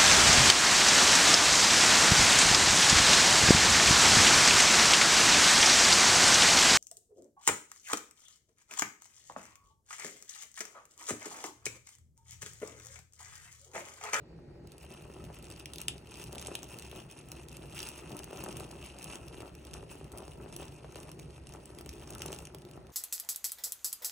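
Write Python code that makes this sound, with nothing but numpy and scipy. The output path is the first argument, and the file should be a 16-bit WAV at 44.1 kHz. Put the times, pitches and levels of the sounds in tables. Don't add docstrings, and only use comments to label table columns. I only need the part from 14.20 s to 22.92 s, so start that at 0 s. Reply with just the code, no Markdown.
import sys
import numpy as np
from scipy import signal
from scipy.fft import rfft, irfft, next_fast_len
from scipy.io import wavfile
from scipy.ndimage import uniform_filter1d, map_coordinates

SR = 44100
rng = np.random.default_rng(int(sys.argv[2]) if len(sys.argv) > 2 else 0)


def store_pcm(level_fs):
    pcm = np.round(np.clip(level_fs, -1, 1) * 32767).astype(np.int16)
    wavfile.write(sys.argv[1], SR, np.atleast_2d(pcm).T)


def boost_factor(decibels):
    exponent = np.asarray(decibels, float) / 20
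    return 10 ** exponent


N = 384552


def unit(x):
    return x / np.sqrt(np.mean(x ** 2) + 1e-30)


def along(points, hz):
    f, v = np.transpose(points)
    return np.interp(np.log(hz + 1), np.log(f + 1), v)


def curve(rows):
    s, v = np.transpose(rows)
    return np.interp(np.arange(N) / SR, s, v)


def wobble(rate):
    knots = rng.standard_normal(int(N * rate / SR) + 4)
    return map_coordinates(knots, [np.arange(N) * rate / SR])


def filtered(x, response):
    m = 2 * next_fast_len(N // 2 + SR // 8)
    return irfft(rfft(x, m) * response(np.fft.rfftfreq(m, 1 / SR)), m)[..., :N]


def causal(spectrum):
    def response(hz):
        cep = irfft(np.log(boost_factor(np.maximum(along(spectrum, hz), -70))))
        half = len(cep) // 2
        cep[1:half] *= 2
        cep[half + 1:] = 0
        return np.exp(rfft(cep))
    return response


def scatter(times, shapes):
    start = np.round(np.asarray(times) * SR).astype(int)[:, None]
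    at = start + np.arange(shapes.shape[1])
    return np.bincount(at.ravel(), shapes.ravel(), N + SR)[:N]


def bursts(count, life, after_db, vary):
    t = np.arange(round(SR / 80)) / SR
    draw = rng.standard_normal((count, len(t) + 1))
    u = t / (life * np.exp(vary * draw[:, :1]))
    split = 2 * np.sqrt(u) * np.exp(-u)
    rattle = boost_factor(after_db) * np.minimum(u, 1) * np.exp(-t / 0.0044)
    burst = draw[:, 1:] * (split + rattle)
    return burst / np.linalg.norm(burst, axis=1, keepdims=True)


def swarm(count, spread_db, top_db, life):
    draw = rng.random((count, 2))
    size = boost_factor(np.minimum(-spread_db * np.log(1 - draw[:, 1:]), top_db))
    return unit(scatter(draw[:, 0] * N / SR, size * bursts(count, life, after_db=-18.5, vary=0.53)))


def diffuse(spectrum, side_db, patchy_db):
    z = signal.stft(rng.standard_normal((2, N)), nperseg=512)[2]
    field = uniform_filter1d(rng.standard_normal(z.shape[1:]), size=6, axis=0)
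    field = uniform_filter1d(field, size=10, axis=1)
    pair = signal.istft(z * boost_factor(patchy_db * unit(field)), nperseg=512)[1][:, :N]

    def colour(hz):
        return boost_factor(along(spectrum, hz)) * np.array([np.ones_like(hz), boost_factor(along(side_db, hz))])
    mid, side = filtered(pair, colour)
    return np.array([mid + side, mid - side]) / np.std(mid)


MOTOR_HZ = 58.88
# [multiple of the shaft rate, peak level/dB]
MOTOR = [(1, -64), (2, -66), (10, -74), (14, -75), (25, -90), (26, -90), (27, -87), (29, -89), (31, -90),
         (32, -83), (33, -90), (35, -90), (40, -93), (41, -91), (51, -94)]


def fridge():
    turn = 2 * np.pi * MOTOR_HZ * np.arange(N) / SR
    hum = 0
    for k, db in MOTOR:
        hum = hum + boost_factor(db + 2.6 * wobble(7.9)) * np.sin(k * turn + 7 * rng.random())
    return hum


# [f/Hz, side minus mid level/dB]
KITCHEN_SIDE = [(60, -20), (110, -25), (200, -10.5), (380, -12.5), (800, 5), (1900, -2.5), (3200, 1.5),
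                (4900, 6), (6800, -10.5), (9000, 7), (12800, 11), (15200, 4)]
# [f/Hz, level/dB]
KITCHEN_HISS = [(700, -49), (1000, -8), (1900, -2), (2600, -3), (3230, -12.5), (4350, -7), (5000, -12),
                (7500, -14), (10500, -31), (12800, -35), (15200, -20), (16500, -34)]


def hiss():
    return boost_factor(-75.5) * diffuse(KITCHEN_HISS, KITCHEN_SIDE, patchy_db=1.8)


# [f/Hz, level/dB per Hz]
RUMBLE = [(20, -23), (45, -7.5), (58, -0.5), (70, 5), (82, -6.5), (120, -1), (150, 1.5), (170, -2),
          (185, -9), (269, -10.5), (341, -5), (560, -16), (1000, -33), (1430, -57)]
RUMBLE_DB, RUMBLE_GROWS, RUMBLE_SMOOTH_S = -51, 0.3, 0.071


def rumble():
    slow_db = uniform_filter1d(flutter_db(), size=round(RUMBLE_SMOOTH_S * SR))
    level_db = RUMBLE_DB + RUMBLE_GROWS * (slow_db - slow_db.mean())
    return boost_factor(level_db + 1.06 * wobble(5.4)) * diffuse(RUMBLE, KITCHEN_SIDE, patchy_db=1.7)


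# [f/Hz, time to fall 60 dB t/s]
WALLS = [(200, 0.25), (2500, 0.22), (10000, 0.14)]


def walls(x):
    hz, t, z = signal.stft(rng.standard_normal((2, SR // 3)), SR, nperseg=256)
    z[1] *= boost_factor(along(KITCHEN_SIDE, hz))[:, None]
    decay = boost_factor(-60 * t / along(WALLS, hz)[:, None])
    mid, side = signal.istft(z * decay, SR, nperseg=256)[1]
    tail = np.array([mid + side, mid - side]) / np.linalg.norm(mid)
    late = np.pad(x, (90, 0))
    return signal.fftconvolve(late[None], tail, axes=1)[:, :N]


# [t/s, peak level/dB, pitch f/Hz]
BUMPS = [
    (5.18, -52, 130),
    (5.33, -61, 90),
    (5.539, -46, 171),
    (8.602, -48, 155),
]


def bumps():
    s, db, hz = np.transpose(BUMPS)[:, :, None]
    t = np.arange(SR // 12) / SR
    swell = (t / 0.013) * np.exp(1 - t / 0.0095)
    bump = boost_factor(db) * np.sin(2 * np.pi * hz * t) * swell
    return scatter(s[:, 0] - .02, bump) * np.array([[1.], [-.7]])


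# [t/s, length t/s, sizzle level/dB, flutter level/dB]
STIRS = [(0.625, 0.04, -55.5, -60), (0.725, 0.034, -57, -53), (1.056, 0.15, -66.5, -54),
         (1.303, 0.15, -60.5, -58.5), (1.603, 0.077, -57.5, -72), (1.778, 0.075, -62, -75),
         (2.006, 0.079, -54, -54.5), (2.202, 0.13, -52.5, -48.5), (2.315, 0.033, -53, -44.5),
         (2.495, 0.24, -57.5, -57), (2.773, 0.039, -54, -48), (2.95, 0.074, -63, -78),
         (3.169, 0.062, -57, -52.5), (3.615, 0.095, -47.5, -52.5), (3.78, 0.036, -52.5, -65),
         (3.96, 0.1, -57.5, -49.5), (4.162, 0.11, -54.5, -49), (4.236, 0.093, -54, -44.5),
         (4.415, 0.19, -58, -50.5), (4.65, 0.15, -59.5, -74), (4.873, 0.11, -52, -50.5),
         (5.19, 0.12, -59, -50), (5.575, 0.027, -58, -47.5), (5.938, 0.1, -66, -52),
         (6.426, 0.052, -58, -48), (6.84, 0.12, -59, -51.5), (7.34, 0.038, -65, -50.5),
         (7.59, 0.049, -79, -53), (7.97, 0.13, -59, -50.5), (8.12, 0.092, -50.5, -49)]


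def stirred(base_db, peaks_db):
    power = boost_factor(2 * base_db[::64])
    t = np.arange(len(power)) * 64 / SR
    for (s, length, *_), db in zip(STIRS, peaks_db):
        power = power + boost_factor(2 * db) * np.exp(-2 * ((t - s) / length) ** 2)
    return np.interp(np.arange(N) / SR, t, 10 * np.log10(power))


# [t/s, flutter level/dB]
BLAZE = [(0, -63), (.4, -62), (.7, -57), (1.8, -58), (2.3, -57), (3, -57.5), (4.2, -51), (5.4, -56.5),
         (6.3, -53), (7.2, -60), (8.1, -53), (8.72, -55.5)]


def flutter_db():
    return stirred(curve(BLAZE), [row[3] for row in STIRS])


# [t/s, peak level/dB, pitch f/Hz]
PUFFS = [(.851, -36.5, 370), (1.1, -30.5, 380), (2.131, -30, 350), (2.282, -26, 400), (2.727, -31, 400),
         (3.125, -37.5, 363), (3.948, -34, 330), (4.107, -31, 390), (4.127, -27, 410), (4.402, -28.5, 353),
         (4.447, -34, 345), (5.202, -32.5, 395), (5.627, -31, 387), (5.751, -32.5, 332), (5.81, -33.5, 372),
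         (6.001, -32, 367), (6.078, -31, 375), (6.259, -31, 365), (6.396, -31.5, 370), (6.421, -28, 356),
         (6.643, -30, 460), (6.756, -29, 390), (6.79, -33, 330), (7.501, -35, 346), (7.662, -33, 316),
         (8.001, -30, 356), (8.055, -27.5, 390), (8.101, -26, 382), (8.126, -28, 390), (8.346, -31.5, 390)]
# [f/Hz, level/dB per Hz]
FLAME = [(110, -43.5), (180, -2), (274, -10.5), (375, 1), (438, -13), (508, -12), (717, -8), (805, -14),
         (922, -12.5), (1190, -18.5), (1300, -13), (1430, -22), (2200, -29), (2860, -51), (4840, -120)]


def flame():
    s, db, hz = np.transpose(PUFFS)[:, :, None]
    t = np.arange(SR // 40) / SR
    cycles = hz * (0.976 * t + 3 * 0.001197 * (1 - np.exp(-t / 0.00069)))
    push = np.sin(2 * np.pi * cycles) * np.exp(-t * hz / 1.36) * (1 - np.exp(-t / 0.0013))
    puffs = scatter(s[:, 0] + 0.001493, boost_factor(db - 2.5) * push)
    lumps = swarm(count=1000, spread_db=3.5, top_db=11.0, life=0.00058) + 0.59 * rng.standard_normal(N)
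    unsteady = boost_factor(0.89 * wobble(25) + 0.47 * wobble(17))
    flutter = unit(filtered(lumps * unsteady, causal(FLAME)))
    return puffs + boost_factor(flutter_db() - 3.0) * flutter


HOLLOW_HZ, HOLLOW_WIDTH_HZ = 2730, 760


def hollow_ring(f):
    return 1j * f * HOLLOW_WIDTH_HZ / (HOLLOW_HZ ** 2 - f * f + 1j * f * HOLLOW_WIDTH_HZ)


EMBERS_DB, EMBERS_GROW = -62, 0.7
CATCH_S, CATCH_RISE_S = 0.48, 0.076
SPENT_S, SPENT_DB = 8.3, -6


def sizzle_db():
    t, blaze_db = np.arange(N) / SR, curve(BLAZE)
    lit_db = -20 * np.clip((CATCH_S - t) / CATCH_RISE_S, 0, 1) + SPENT_DB * (t > SPENT_S)
    embers_db = EMBERS_DB + EMBERS_GROW * (blaze_db - blaze_db.mean())
    return stirred(embers_db + lit_db, [row[2] for row in STIRS])


# [f/Hz, level/dB per Hz]
CRISP = [(530, -37.5), (900, -2.5), (1180, -8.5), (1300, -5), (1490, -11), (2260, -14.5), (2690, 14.5),
         (3230, -18), (4790, -23), (5760, -9.5), (7360, -15), (8850, -8.5), (12500, -21), (15400, -16.5),
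         (17000, -34.5)]
GRAIN_TOP_DB = 11
BURNT_FROM_S, BURNT_BY_S, BURNT_DAMPS = 5.2, 7.6, 0.39


def sizzle():
    def direct(f):
        return causal(CRISP)(f) * (1 - 0.78 * hollow_ring(f))
    grains = swarm(count=4000, spread_db=4.5, top_db=GRAIN_TOP_DB, life=0.00035)
    grains = grains + 0.5 * rng.standard_normal(N)
    deep = swarm(count=1800, spread_db=8.5, top_db=GRAIN_TOP_DB, life=0.00051)
    clumps = boost_factor(2.8 * wobble(35) + 1.67 * wobble(9.1))
    fizz = unit(filtered(grains * clumps, direct) + 0.65 * filtered(deep * clumps, hollow_ring))
    burnt = np.clip((np.arange(N) / SR - BURNT_FROM_S) / (BURNT_BY_S - BURNT_FROM_S), 0, 1)
    fizz = fizz - BURNT_DAMPS * burnt * filtered(fizz, hollow_ring)
    return boost_factor(sizzle_db() - 0.77) * fizz


def levelled(crack, response, band):
    hz = np.fft.rfftfreq(1024, 1 / SR)
    z = rfft(crack, 1024, axis=1) * response(hz)
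    inside = (hz > band[0]) & (hz < band[1])
    energy = np.sum(np.abs(z[:, inside]) ** 2, axis=1, keepdims=True) / 512
    return irfft(z * np.sqrt(.002 * SR / energy), axis=1)


SNAP_COLOUR = 0.81


def snap_response(f):
    flat = [(at, SNAP_COLOUR * min(level, -6)) for at, level in CRISP]
    no_bass = (1j * f / (3400 + 1j * f)) ** 2
    soft_top = 1 / (1 + 1j * f / 13000) ** 2
    return causal(flat)(f) * (1 - 0.18 * hollow_ring(f)) * soft_top * no_bass


# [t/s, treble level/dB, hollow over treble level/dB, length/ms]
SNAPS = [(1.458, -42, 4.5, 0.58), (1.5838, -46.5, 2, 0.55), (1.6035, -44, -10, 0.47),
         (1.6157, -35.5, -7, 0.33), (1.6828, -24.5, -6, 0.47), (1.9412, -46, -5, 0.35),
         (2.0401, -41, -29, 0.25), (2.1284, -60, 16, 0.63), (2.1556, -55.5, 11.0, 0.45),
         (2.182, -39.5, 1.0, 0.42), (2.2255, -41, -6, 0.4), (2.2706, -33, -12.0, 0.39),
         (2.353, -32.5, 1, 0.47), (2.431, -42.5, -3, 0.39), (2.5968, -42.5, -22, 0.42),
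         (2.714, -50.0, 4, 0.3), (3.1179, -46.5, 6, 0.49), (3.5795, -45.5, 2, 0.49), (3.5905, -40, 2, 1),
         (3.6034, -35.5, -16, 1.05), (3.6295, -47, 4, 0.63), (3.6881, -37, -22, 0.5),
         (3.968, -41, -10, 0.48), (3.991, -41.5, -0.5, 1), (4.173, -45, -9, 0.68),
         (4.239, -38.5, -13, 0.47), (4.3691, -37.5, -15, 0.41), (4.6628, -45.5, -4.5, 0.39),
         (4.843, -38.5, -10, 0.6), (4.956, -41.5, -3.5, 0.75), (5.5345, -44, -7.5, 0.47),
         (5.5395, -40, -10, 0.41), (5.9755, -44.5, -40, 0.41), (5.9838, -40, -28, 0.35),
         (6.3644, -37, -15, 0.33), (6.9961, -48.5, -0.5, 0.83), (7.457, -43.5, -16, 0.38),
         (7.661, -49.0, 4.5, 0.25), (7.692, -43.5, -0.5, 0.5), (7.9052, -40.5, -10, 0.85),
         (7.9352, -45.5, -9.0, 0.4), (7.9505, -41.5, -10, 0.68), (8.0197, -32.5, -30, 0.45),
         (8.0608, -35, -41, 0.81), (8.0804, -43, -8, 0.86), (8.1195, -39, -29, 0.49),
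         (8.1286, -38, -1.5, 0.34), (8.147, -44.0, -12, 0.6), (8.188, -42, -2, 0.99),
         (8.2532, -42, -4, 0.36)]
# [t/s, treble level/dB, hollow over
# treble level/dB]
TICKS = [(0.5812, -56, 7), (0.7044, -62, 8), (1.188, -53.5, 1), (1.243, -48, -10.0), (1.3133, -47, -3),
         (1.3624, -54, 3.0), (1.5193, -68, 10), (1.5355, -39.5, -6), (1.559, -49, 7), (1.9557, -52.0, 1.0),
         (1.972, -49.5, -2.0), (2.0194, -47, -3.0), (2.0756, -53, 0.0), (2.1541, -68, -2),
         (2.196, -43, -8.0), (2.2489, -53.5, 6.0), (2.2616, -47.5, 4), (2.4427, -48, -4), (2.489, -50, -8),
         (2.526, -60, 12.0), (2.568, -53, -2), (2.5875, -49.5, 4), (2.623, -46.5, -3.0),
         (2.6487, -52.0, -3.5), (2.9122, -45.5, -21), (3.087, -50, -6), (3.3686, -45.5, -2),
         (3.525, -50, 2.0), (3.652, -49, -5.0), (3.6661, -46.5, -2), (4.043, -41, -18.0),
         (4.2461, -48.0, -1.0), (4.287, -43, -8), (4.3987, -45, 3.5), (4.4067, -45, 0), (4.5112, -47, -17),
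         (4.787, -44.5, -10), (4.7966, -53, -3.0), (4.828, -45, -5), (5.2044, -54, 6), (5.3516, -55.5, 5),
         (5.4697, -53, 2.5), (5.7552, -52.5, -17), (5.844, -52.5, -5), (5.919, -46.5, -16),
         (6.0802, -50.5, -4), (6.3258, -49.5, -7), (6.4815, -49.5, -5), (6.7573, -47.5, -1),
         (6.802, -45.5, -19), (7.2704, -46, -13), (7.338, -47, -9), (7.587, -49, 1), (7.7973, -54, -2.0),
         (7.875, -47, -16), (8.0836, -47, -7), (8.1627, -48, -4), (8.271, -46, -2), (8.3473, -61.5, 14),
         (8.5124, -58.5, 7),
         (0.5197, -53.5, -3), (0.6096, -60, -2), (0.7395, -57, 5), (1.0412, -53, 3), (1.226, -53, 0),
        (1.254, -55.5, 1.5), (1.302, -57, 7), (1.323, -48, -10), (1.338, -58, 5), (1.398, -54, -1.0),
        (1.781, -53, -1), (1.872, -56.5, 5), (1.9106, -61, 6.0), (1.9802, -60, 5.0), (2.0146, -52.5, 2),
        (2.1234, -50.5, -3.0), (2.2654, -51.0, -2.0), (2.2833, -53, 1.0), (2.323, -58, 5), (2.422, -53, -7),
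        (2.5769, -58, -9), (2.7607, -59.5, 8), (2.8021, -50, -2.5), (2.923, -60.5, 6), (2.989, -50, -7),
        (3.2855, -49, -5), (3.3288, -54, 2), (3.5307, -54, -5), (3.6187, -51.5, 6), (3.6714, -48, 1.0),
        (3.7807, -46, -13.0), (3.8098, -65, 6), (3.895, -53, -2), (4.034, -46.5, -3.5), (4.1304, -50, -7),
        (4.2179, -53, -1.0), (4.312, -50.5, -4), (4.3267, -45, -10.0), (4.4427, -47.5, -9), (4.514, -54, 6),
        (4.821, -49, -7), (5.2206, -53, -1.0), (5.9258, -52.5, -4), (6.052, -55.5, -8.5), (6.1341, -54, -7),
        (6.341, -51, -9), (6.395, -53.5, -3), (6.9163, -45, -11), (6.9919, -55, 0), (7.1058, -57.5, 1),
        (7.3234, -50, -7.0), (7.3597, -57, 1), (7.5493, -52, -15), (7.6107, -57.0, 6), (7.6479, -63, -1.0),
        (7.7362, -52, -5.0), (7.9249, -52.0, 3), (7.9827, -45, -13), (8.138, -49.0, -1), (8.5352, -56.5, 2),
         (0.4728, -59, 2), (0.7226, -63, -1), (0.938, -52, -18), (1.0496, -62, 7), (1.2687, -54, -2),
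         (1.284, -53.5, -3.5), (2.0007, -54.0, -1.0), (2.0082, -60, 6.0), (2.0279, -50, -1),
         (2.0705, -52, -6), (2.0806, -60.5, 9.0), (2.15, -72, 27.5), (2.1865, -53.5, 5.0),
         (2.215, -55.5, 10.5), (2.22, -47, -9), (2.342, -48, -13.0), (2.3906, -50.5, -1), (2.668, -59, 1.0),
         (2.6971, -61, 1.0), (2.7744, -54, -16.0), (2.9528, -62, -6), (3.0119, -60.0, 2),
         (3.2333, -54, -9.0), (3.294, -52, -9), (3.316, -53, -1), (3.5467, -52.5, -3), (3.5607, -55.0, 1.0),
         (3.717, -55.5, 3), (3.736, -55, 0), (3.7776, -51, 0), (3.8744, -54.5, -4), (3.9184, -58.5, 4.0),
         (3.947, -56, -6.0), (3.959, -59, -4), (4.11, -61.0, 10.0), (4.2104, -55, -1.0),
         (4.2608, -68.0, 19.0), (4.3198, -56.5, 5), (4.416, -71, 17), (4.435, -54, 1.0),
         (4.4477, -52.0, -6), (4.6459, -64, 1.0), (4.8807, -63, 4), (4.9004, -58, 6.0), (5.0826, -55, 0),
         (5.3245, -69, 4), (5.4507, -52, -1), (5.512, -57.0, 4), (6.0044, -56.5, -2), (6.1745, -62, -1),
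         (6.4212, -55, -1.0), (6.4291, -54, 0.0), (6.723, -56.5, 4), (6.8315, -50, -4), (6.8925, -56, 4),
         (7.292, -51, -4), (7.503, -73.5, 17.0), (7.9943, -47, -8), (8.2035, -55.0, 2.0), (8.6688, -60, 4)]
# [t/s, treble level/dB, hollow over treble level/dB]
DYING = [
    (8.385, -61, 9),
    (8.397, -73, -6),
    (8.42, -61, 7),
    (8.451, -67, 11),
    (8.488, -62, -2),
    (8.559, -69, -6),
    (8.703, -63.5, -3),
]
RISE_OF_LENGTH, TICK_MS = .85, .6
TREBLE_BAND_HZ, DEEP_BAND_HZ = (4000, 11000), (2200, 3300)


def snaps():
    big = [(*row[:3], RISE_OF_LENGTH * row[3]) for row in SNAPS]
    small = [(*row, TICK_MS) for row in TICKS + DYING]
    s, db, hollow_db, rise_ms = np.transpose(big + small)
    rise = np.maximum(rise_ms, .05) / 1000
    s = s - rise / 2
    crack = bursts(len(s), life=rise[:, None], after_db=-15.5, vary=0.17)
    tint_db = 3.6 * rng.standard_normal((len(s), 1))

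    def tinted(f):
        octaves = np.log2(np.clip(f, 3000, 12000) / 6000)
        return snap_response(f) * boost_factor(tint_db * octaves)

    def in_bowl(f):
        return hollow_ring(f) * 1j * f / HOLLOW_HZ
    bright = boost_factor(db - 4.1)[:, None] * levelled(crack, tinted, TREBLE_BAND_HZ)
    hollow = boost_factor(db + hollow_db - 8.2)[:, None] * levelled(crack, in_bowl, DEEP_BAND_HZ)
    return scatter(s, bright) + scatter(s, hollow)


# [f/Hz, side minus mid level/dB]
NEAR_SIDE = [(100, -24), (330, -21), (800, -6), (1800, -17.5), (2500, -18), (3200, 0.5), (3700, -16),
             (4900, 5), (6300, -11.5), (9000, -2.5), (11000, 7), (12800, 4), (14000, 5.5), (15500, 5.5)]
# [f/Hz, turn/rad]
SIDE_TURN = [(300, 0), (700, 1.05), (1300, -1.5), (2700, 1.16), (3400, -2), (4500, -5), (6000, -4),
             (6400, -8), (11000, -8), (12200, -4.5), (13000, -2.5), (16000, -7.5)]


def ports(x):
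    def difference(hz):
        return boost_factor(along(NEAR_SIDE, hz)) * np.exp(1j * along(SIDE_TURN, hz))
    side = filtered(x, difference)
    return np.array([x + side, x - side])


def scene():
    bowl = flame() + sizzle() + snaps()
    kitchen = fridge() + hiss() + rumble() + boost_factor(-11.0) * walls(bowl)
    return kitchen + bumps() + ports(bowl)


def roll_off(x):
    return signal.sosfilt(signal.butter(12, 17120, fs=SR, output="sos"), x)


CLICK_GUARD_S, SHARP_DB = .0025, 11
FAVOURED_HZ, FAVOUR_DB = 14900, 6


def record(dry):
    pair = np.array([dry[0] + dry[1], dry[0] - dry[1]]) / 2
    hz, t, z = signal.stft(pair, SR, nperseg=1024)
    power = uniform_filter1d(np.abs(z) ** 2, size=20, axis=1)
    power = uniform_filter1d(power, size=3, axis=2)
    side_db = 10 * np.log10(power[1] / power[0])

    def drift(rate):
        return np.interp(t * SR, np.arange(N), wobble(rate))
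    treble = np.sum(np.abs(z[1, hz > 8000]) ** 2, axis=0)
    spare_db = np.repeat(rng.random(len(t)), 2)[:len(t)] ** 3 * 10
    spare_db = spare_db + 0.081 * (10 * np.log10(treble / np.median(treble)))
    f = hz[:, None]
    favour_db = (f > FAVOURED_HZ) * FAVOUR_DB * (drift(11) > -.2)
    always_mid = f < 10500 + 60 * spare_db + 350 * drift(25)
    keep_mid = (side_db < .5 + spare_db + favour_db) | always_mid
    keep_side = (side_db > -6.5 - spare_db) | (f < 1300)
    keep = np.array([keep_mid, keep_side]) & (f < 16050)
    kept = signal.istft(z * keep, SR, nperseg=1024)[1][:, :N]

    edge = np.diff(pair[1], 3, prepend=[0, 0, 0]) ** 2
    sharp = uniform_filter1d(edge, size=64) > boost_factor(2 * SHARP_DB) * uniform_filter1d(edge, size=2048)
    near = uniform_filter1d(1. * sharp, size=round(2 * CLICK_GUARD_S * SR))
    near = uniform_filter1d(np.clip(99 * near, 0, 1), size=64)
    mid, side = kept + near * filtered(pair - kept, lambda hz: hz < 16700)
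    return roll_off(np.array([mid + side, mid - side]))


dry = scene()
out = record(dry)
store_pcm(out)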